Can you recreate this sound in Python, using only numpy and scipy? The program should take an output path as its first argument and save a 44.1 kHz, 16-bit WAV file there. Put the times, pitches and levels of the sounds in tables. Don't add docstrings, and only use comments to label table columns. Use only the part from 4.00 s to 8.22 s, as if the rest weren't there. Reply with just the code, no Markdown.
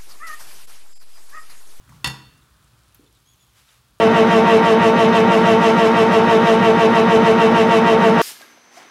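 import sys
import numpy as np
from scipy import signal
from scipy.fft import rfft, irfft
from scipy.io import wavfile
from scipy.ndimage import uniform_filter1d

SR = 44100
rng = np.random.default_rng(int(sys.argv[2]) if len(sys.argv) > 2 else 0)


def int16_out(signal):
    q = np.round(np.clip(np.atleast_2d(signal).T, -1, 1) * 32767)
    wavfile.write(sys.argv[1], SR, q.astype(np.int16))


def attenuation_scalar(level_db):
    decades = np.asarray(level_db, float) / 20
    return 10 ** decades


N = 185967
STEP = 88


def evened(x):
    return x / np.sqrt(np.mean(abs(x) ** 2) + 1e-20)


def smooth(x, seconds):
    n = max(int(seconds * SR), 1)
    once = uniform_filter1d(x, n, mode="nearest")
    return uniform_filter1d(once, n, mode="nearest")


def drift(hz):
    pole = np.exp(-2 * np.pi * hz / 500)
    wander = signal.lfilter([1], [1, -pole], rng.standard_normal(N // STEP + 2))
    return evened(wander)[np.arange(N) // STEP]


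def resonate(x, hz, width_hz):
    r = np.exp(-np.pi * width_hz / SR)
    return signal.lfilter([1 - r], [1, -r * np.exp(2j * np.pi * hz / SR)], x)


def read(points, hz):
    f, value = np.transpose(points)
    return np.interp(np.log(hz + 1), np.log(f + 1), value)


def blend(fuel, coast_db, fire_db):
    return attenuation_scalar(coast_db) * (1 - fuel) + attenuation_scalar(fire_db) * fuel


def switches():
    # fuel cut in seconds, coasting until relight in seconds.
    bounces = [(-.01, .081), (.147, .082), (.298, .104), (.463, .119), (.641, .1), (.818, .081),
               (.977, .08), (1.135, .079), (1.295, .088), (1.451, .099), (1.62, .089), (1.776, .101),
               (1.956, .079), (2.12, .074), (2.282, .088), (2.45, .097), (2.624, .086), (2.785, .08),
               (2.944, .069), (3.091, .082), (3.242, .08), (3.391, .082), (3.552, .08), (3.7, .088),
               (3.859, .089), (4.019, .08), (4.177, .083)]
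    cut_s, coast_s = np.transpose(bounces)
    return np.ravel(np.c_[cut_s, cut_s + coast_s])


def limiter():
    cut_hz, relight_hz = 233.6, 220.5
    overshoot_hz_per_s = 40
    lead_s = .014
    switch_s = switches()
    burn_s = switch_s[2::2] - switch_s[1:-1:2]
    turn_hz = np.resize([cut_hz, relight_hz], len(switch_s))
    turn_hz[2::2] += overshoot_hz_per_s * (burn_s - burn_s.mean())
    t = np.arange(N) / SR + lead_s
    rate_hz = smooth(np.interp(t, switch_s, turn_hz), .012)
    fuel = (np.searchsorted(switch_s, t) + 1) % 2 * 1.
    return np.cumsum(rate_hz) / SR, fuel


def through_panel(turns, drive, hz, width_hz, dip_hz):
    beat = np.exp(2j * np.pi * (turns - hz * np.arange(len(turns)) * STEP / SR))
    r = np.exp(-np.pi * width_hz * STEP / SR)
    ringing = signal.lfilter([1 - r], [1, -r], drive * beat) / beat
    return ringing - 0.87 * drive / (1 + 2j * (dip_hz - hz) / width_hz)


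def orders(firings, fuel):
    # multiple of the firing rate, level in dB,
    # panel resonance in Hz, its width in Hz, dip in Hz.
    coasting_orders = [(1, -18.5, 234.4, 13, 234.3), (1.5, -22, 363.0, 29, 360.9),
                       (2, -11.5, 456.9, 24.2, 462.7), (3, -16, 700.4, 21.6, 700.4),
                       (3.5, -19.5, 799.1, 68, 795.2), (4, -14.0, 925.7, 16.2, 803),
                       (5, -19.5, 1138.0, 11.3, 1000.0), (6, -22.5, 1300, 89, 1303),
                       (7, -30, 1580.9, 16, 1574.4), (8, -23, 1715.8, 41, 1740.0),
                       (8.5, -26, 1934.6, 28.0, 1900.1), (9, -27, 1973.1, 46, 2036.3),
                       (9.5, -37, 2079.6, 33, 2101.4), (10, -30, 2227.1, 9, 2233.7),
                       (10.5, -37, 2397.8, 44, 6900), (11, -34.5, 2554.3, 15, 2628.0),
                       (11.5, -35.5, 2580.9, 13, 2497.1), (12, -31, 2720.0, 66, 1200),
                       (12.5, -31.5, 2827.9, 29, 2919.5), (13, -40.5, 2959.0, 220, 2788.9),
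                       (13.5, -35, 3061.4, 51.7, 2300), (14, -36, 3212.2, 39, 3238.3),
                       (15, -40, 1600, 120, 3290.8), (16, -40, 3627.5, 13, 3621.1)]
    # multiple of the firing rate, level in dB,
    # panel resonance in Hz, its width in Hz, dip in Hz.
    firing_orders = [(1, -10, 218.6, 39.3, 218), (1.5, -26.5, 362.1, 14, 369.4),
                     (2, -12, 450.7, 22.5, 462.2), (3, -16, 704.7, 47, 697.8),
                     (3.5, -14, 812.0, 133, 806.9), (4, -20.5, 907.9, 86, 800.0),
                     (5, -15.5, 1132.3, 110, 1135.6), (6, -30.5, 1335.5, 14, 1332.8),
                     (7, -25.9, 1484.0, 130, 1539.7), (8, -21.5, 1869.3, 8.4, 1931.6),
                     (8.5, -30, 1936.0, 9.5, 1919.4), (9, -41.5, 1995.1, 20.6, 1979.4),
                     (9.5, -38, 2205.2, 33, 2223.9), (10, -37, 1900, 59, 2214.5),
                     (10.5, -34.5, 2347.8, 98, 2393.8), (11, -40.5, 2532.2, 47, 2519.5),
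                     (11.5, -37, 2675.6, 47, 2656.7), (12, -47, 2703.3, 57, 2722.5),
                     (12.5, -44.4, 2837.1, 28.1, 2846.3), (13, -42.5, 1900, 38, 4000),
                     (13.5, -39, 8000, 98.6, 3053.6), (15, -51.5, 3345.7, 4.9, 3700)]
    # multiple of the firing rate, coasting level in dB,
    # firing level in dB, build-up delay in seconds.
    uneven_orders = [(.5, -40, -37.5, 0.029), (1.25, -52, -29.5, 0.038), (1.75, -33, -30.5, 0),
                     (2.25, -57, -28.5, .03), (2.5, -30.5, -35.5, 0.014), (2.75, -29.5, -30, 0.015),
                     (3.25, -37.5, -53, 0.011), (3.75, -45.5, -31, 0.018), (4.5, -41, -40, 0),
                     (4.75, -31.5, -33, 0.0092), (5.25, -36, -38, 0), (5.5, -42, -32.5, 0.055),
                     (6.5, -45, -38.5, 0.033), (12.25, -39, -53, .001)]
    out = np.zeros(N)
    lit = smooth(fuel, .006)
    slow_firings, slow_lit = firings[::STEP], lit[::STEP]
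    envelopes = {}
    for table, gate in (coasting_orders, 1 - slow_lit), (firing_orders, slow_lit):
        for k, db, *panel in table:
            path = through_panel(k * slow_firings, attenuation_scalar(db) * gate, *panel)
            envelopes[k] = envelopes.get(k, 0) + path

    steps = np.arange(N) / STEP
    for k, envelope in envelopes.items():
        shaky = attenuation_scalar(1.43 * smooth(drift(13), 0.0019)) * np.exp(.03j * k * smooth(drift(25), .004))
        tone = shaky * np.exp(2j * np.pi * (k * firings + rng.random()))
        full = np.interp(steps, np.arange(len(slow_firings)), envelope)
        out += np.sqrt(2) * (full * tone).real

    for k, coast_db, fire_db, delay_s in uneven_orders:
        settled = np.roll(smooth(lit, 0.018), int(delay_s * SR))
        shaky = evened(1.2 + smooth(drift(19), .004) + 1j * smooth(drift(27), 0.0016))
        tone = shaky * np.exp(2j * np.pi * k * firings)
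        out += np.sqrt(2) * (blend(settled, coast_db, fire_db) * tone).real
    return out


def thumps(firings):
    ring_hz, rise_s, fall_s = 185.1, 0.0098, 0.0063
    level_db, spread_db = (-12.5, -17.3), 1.2
    ahead_turns = 0.5, 0.76
    out, t = np.zeros(N), np.arange(N) / SR
    for n, s in enumerate(switches()):
        near = slice(max(int((s - .06) * SR), 0), int((s + .06) * SR))
        u = t[near] - s
        db = level_db[n % 2] + spread_db * rng.standard_normal()
        turns = np.interp(s, t, firings) + ahead_turns[n % 2]
        turns = turns + ring_hz * (u - 2 * u ** 2)
        swell = np.exp(-.5 * ((u - .004) / np.where(u < .004, rise_s, fall_s)) ** 2)
        out[near] += attenuation_scalar(db) * swell * np.cos(2 * np.pi * turns)
    return out


def valves(firings, coasting):
    cam_pattern_db = [2.5, -10, -2.5, -9]
    # frequency in Hz, width in Hz, level in dB.
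    cover_modes = [(2234, 13, -4.5), (2593, 66, 9), (2672, 64, -3.5), (2968, 230, -2), (3398, 40, -7.5),
                   (3950, 150, -1.5), (5220, 33, -28), (5430, 71, -13.5), (5870, 65, -12.5),
                   (6140, 38, -17)]
    at = np.flatnonzero(np.diff(np.floor(firings)))
    late, uneven = rng.standard_normal((len(at), 2)).T
    strength = attenuation_scalar(np.resize(cam_pattern_db, len(at)) + 3.4 * uneven)
    knocks = np.zeros(N)
    at = np.clip(at + np.round(1.2 * late).astype(int), 0, N - 1)
    np.add.at(knocks, at, strength)
    ring = np.zeros(N)
    for hz, width_hz, db in cover_modes:
        ring += attenuation_scalar(db) / np.sqrt(width_hz) * resonate(knocks, hz, 0.37 * width_hz).real
    ring = signal.sosfilt(signal.butter(4, [1900, 4200], "band", fs=SR, output="sos"), ring)
    return evened(ring) * blend(1 - coasting, coast_db=-32, fire_db=-38)


def roar(firings, coasting):
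    # frequency in Hz, density in dB per Hz.
    roar_spectrum = [(25, -29), (60, -24), (120, -1), (560, -3), (1000, -5.5), (1700, -4.5), (2400, -12.5),
                     (3700, -13), (4400, -22), (5300, -20.5), (6300, -26), (7200, -31), (11000, -36.5),
                     (13000, -43), (15500, -49.5)]
    # frequency in Hz, lift in dB.
    coast_lift = [(100, 0), (800, -7), (2000, 2.5), (4000, 3), (7000, 9.5), (12000, 6)]
    frames, hz = N // 128 + 5, np.fft.rfftfreq(512, 1 / SR)
    a, b, patches = rng.standard_normal((frames, 257, 3)).T
    patches = evened(uniform_filter1d(uniform_filter1d(patches, 5, 0), 12, 1))
    at = np.minimum(np.arange(frames) * 128, N - 1)
    state = (coasting + .12 * smooth(drift(8.7), .01))[at] - .5
    z = (a + 1j * b) * attenuation_scalar(0.67 * patches + read(coast_lift, hz)[:, None] * state)
    white = signal.istft(z, nperseg=512, noverlap=384)[1][:N]
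    white *= 1 + .12 * np.cos(2 * np.pi * firings)
    shape = attenuation_scalar(read(roar_spectrum, np.fft.rfftfreq(N, 1 / SR)))
    return attenuation_scalar(-23.5) * evened(irfft(rfft(white) * shape, N))


def whistles():
    # frequency in Hz, width in Hz, level in dB.
    bands = [(198, 32, -28), (5250, 170, -60.5), (6080, 120, -54.5), (14200, 90, -80)]
    out = np.zeros(N)
    for hz, width_hz, db in bands:
        gain = attenuation_scalar(db + 2.1 * np.tanh(smooth(drift(6.2), 0.011)))
        once = resonate(rng.standard_normal(N), hz, width_hz)
        out += gain * evened(resonate(once, hz, width_hz).real)
    return out


def cabin(x):
    t60_s, echo_db = .06, -9
    t = np.arange(3000) / SR
    hits = rng.choice([-1., 1.], len(t)) * (rng.random(len(t)) < .03)
    taps = hits * attenuation_scalar(-60 * t / t60_s)
    echoes = signal.oaconvolve(x, taps / np.linalg.norm(taps))[:N]
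    return evened(x + attenuation_scalar(echo_db) * echoes) * x.std()


def scene():
    swell_delay_s, swell_s = .019, .022
    firings, fuel = limiter()
    delayed = np.r_[np.full(int(swell_delay_s * SR), .6), 1 - fuel][:N]
    coasting = smooth(delayed, swell_s)
    noisy = valves(firings, coasting) + roar(firings, coasting) + whistles()
    return (orders(firings, fuel) + cabin(noisy) + thumps(firings))[None]


def roll_off(x):
    return signal.sosfilt(signal.butter(12, 15720, fs=SR, output="sos"), x)


def record(dry):
    ceiling = 0.8
    rounded = dry / (1 + abs(dry / ceiling) ** 4) ** (1 / 4)
    thin = signal.sosfilt(signal.butter(2, 50, "high", fs=SR, output="sos"), rounded)
    return roll_off(thin)


dry = scene()
out = record(dry)
int16_out(out)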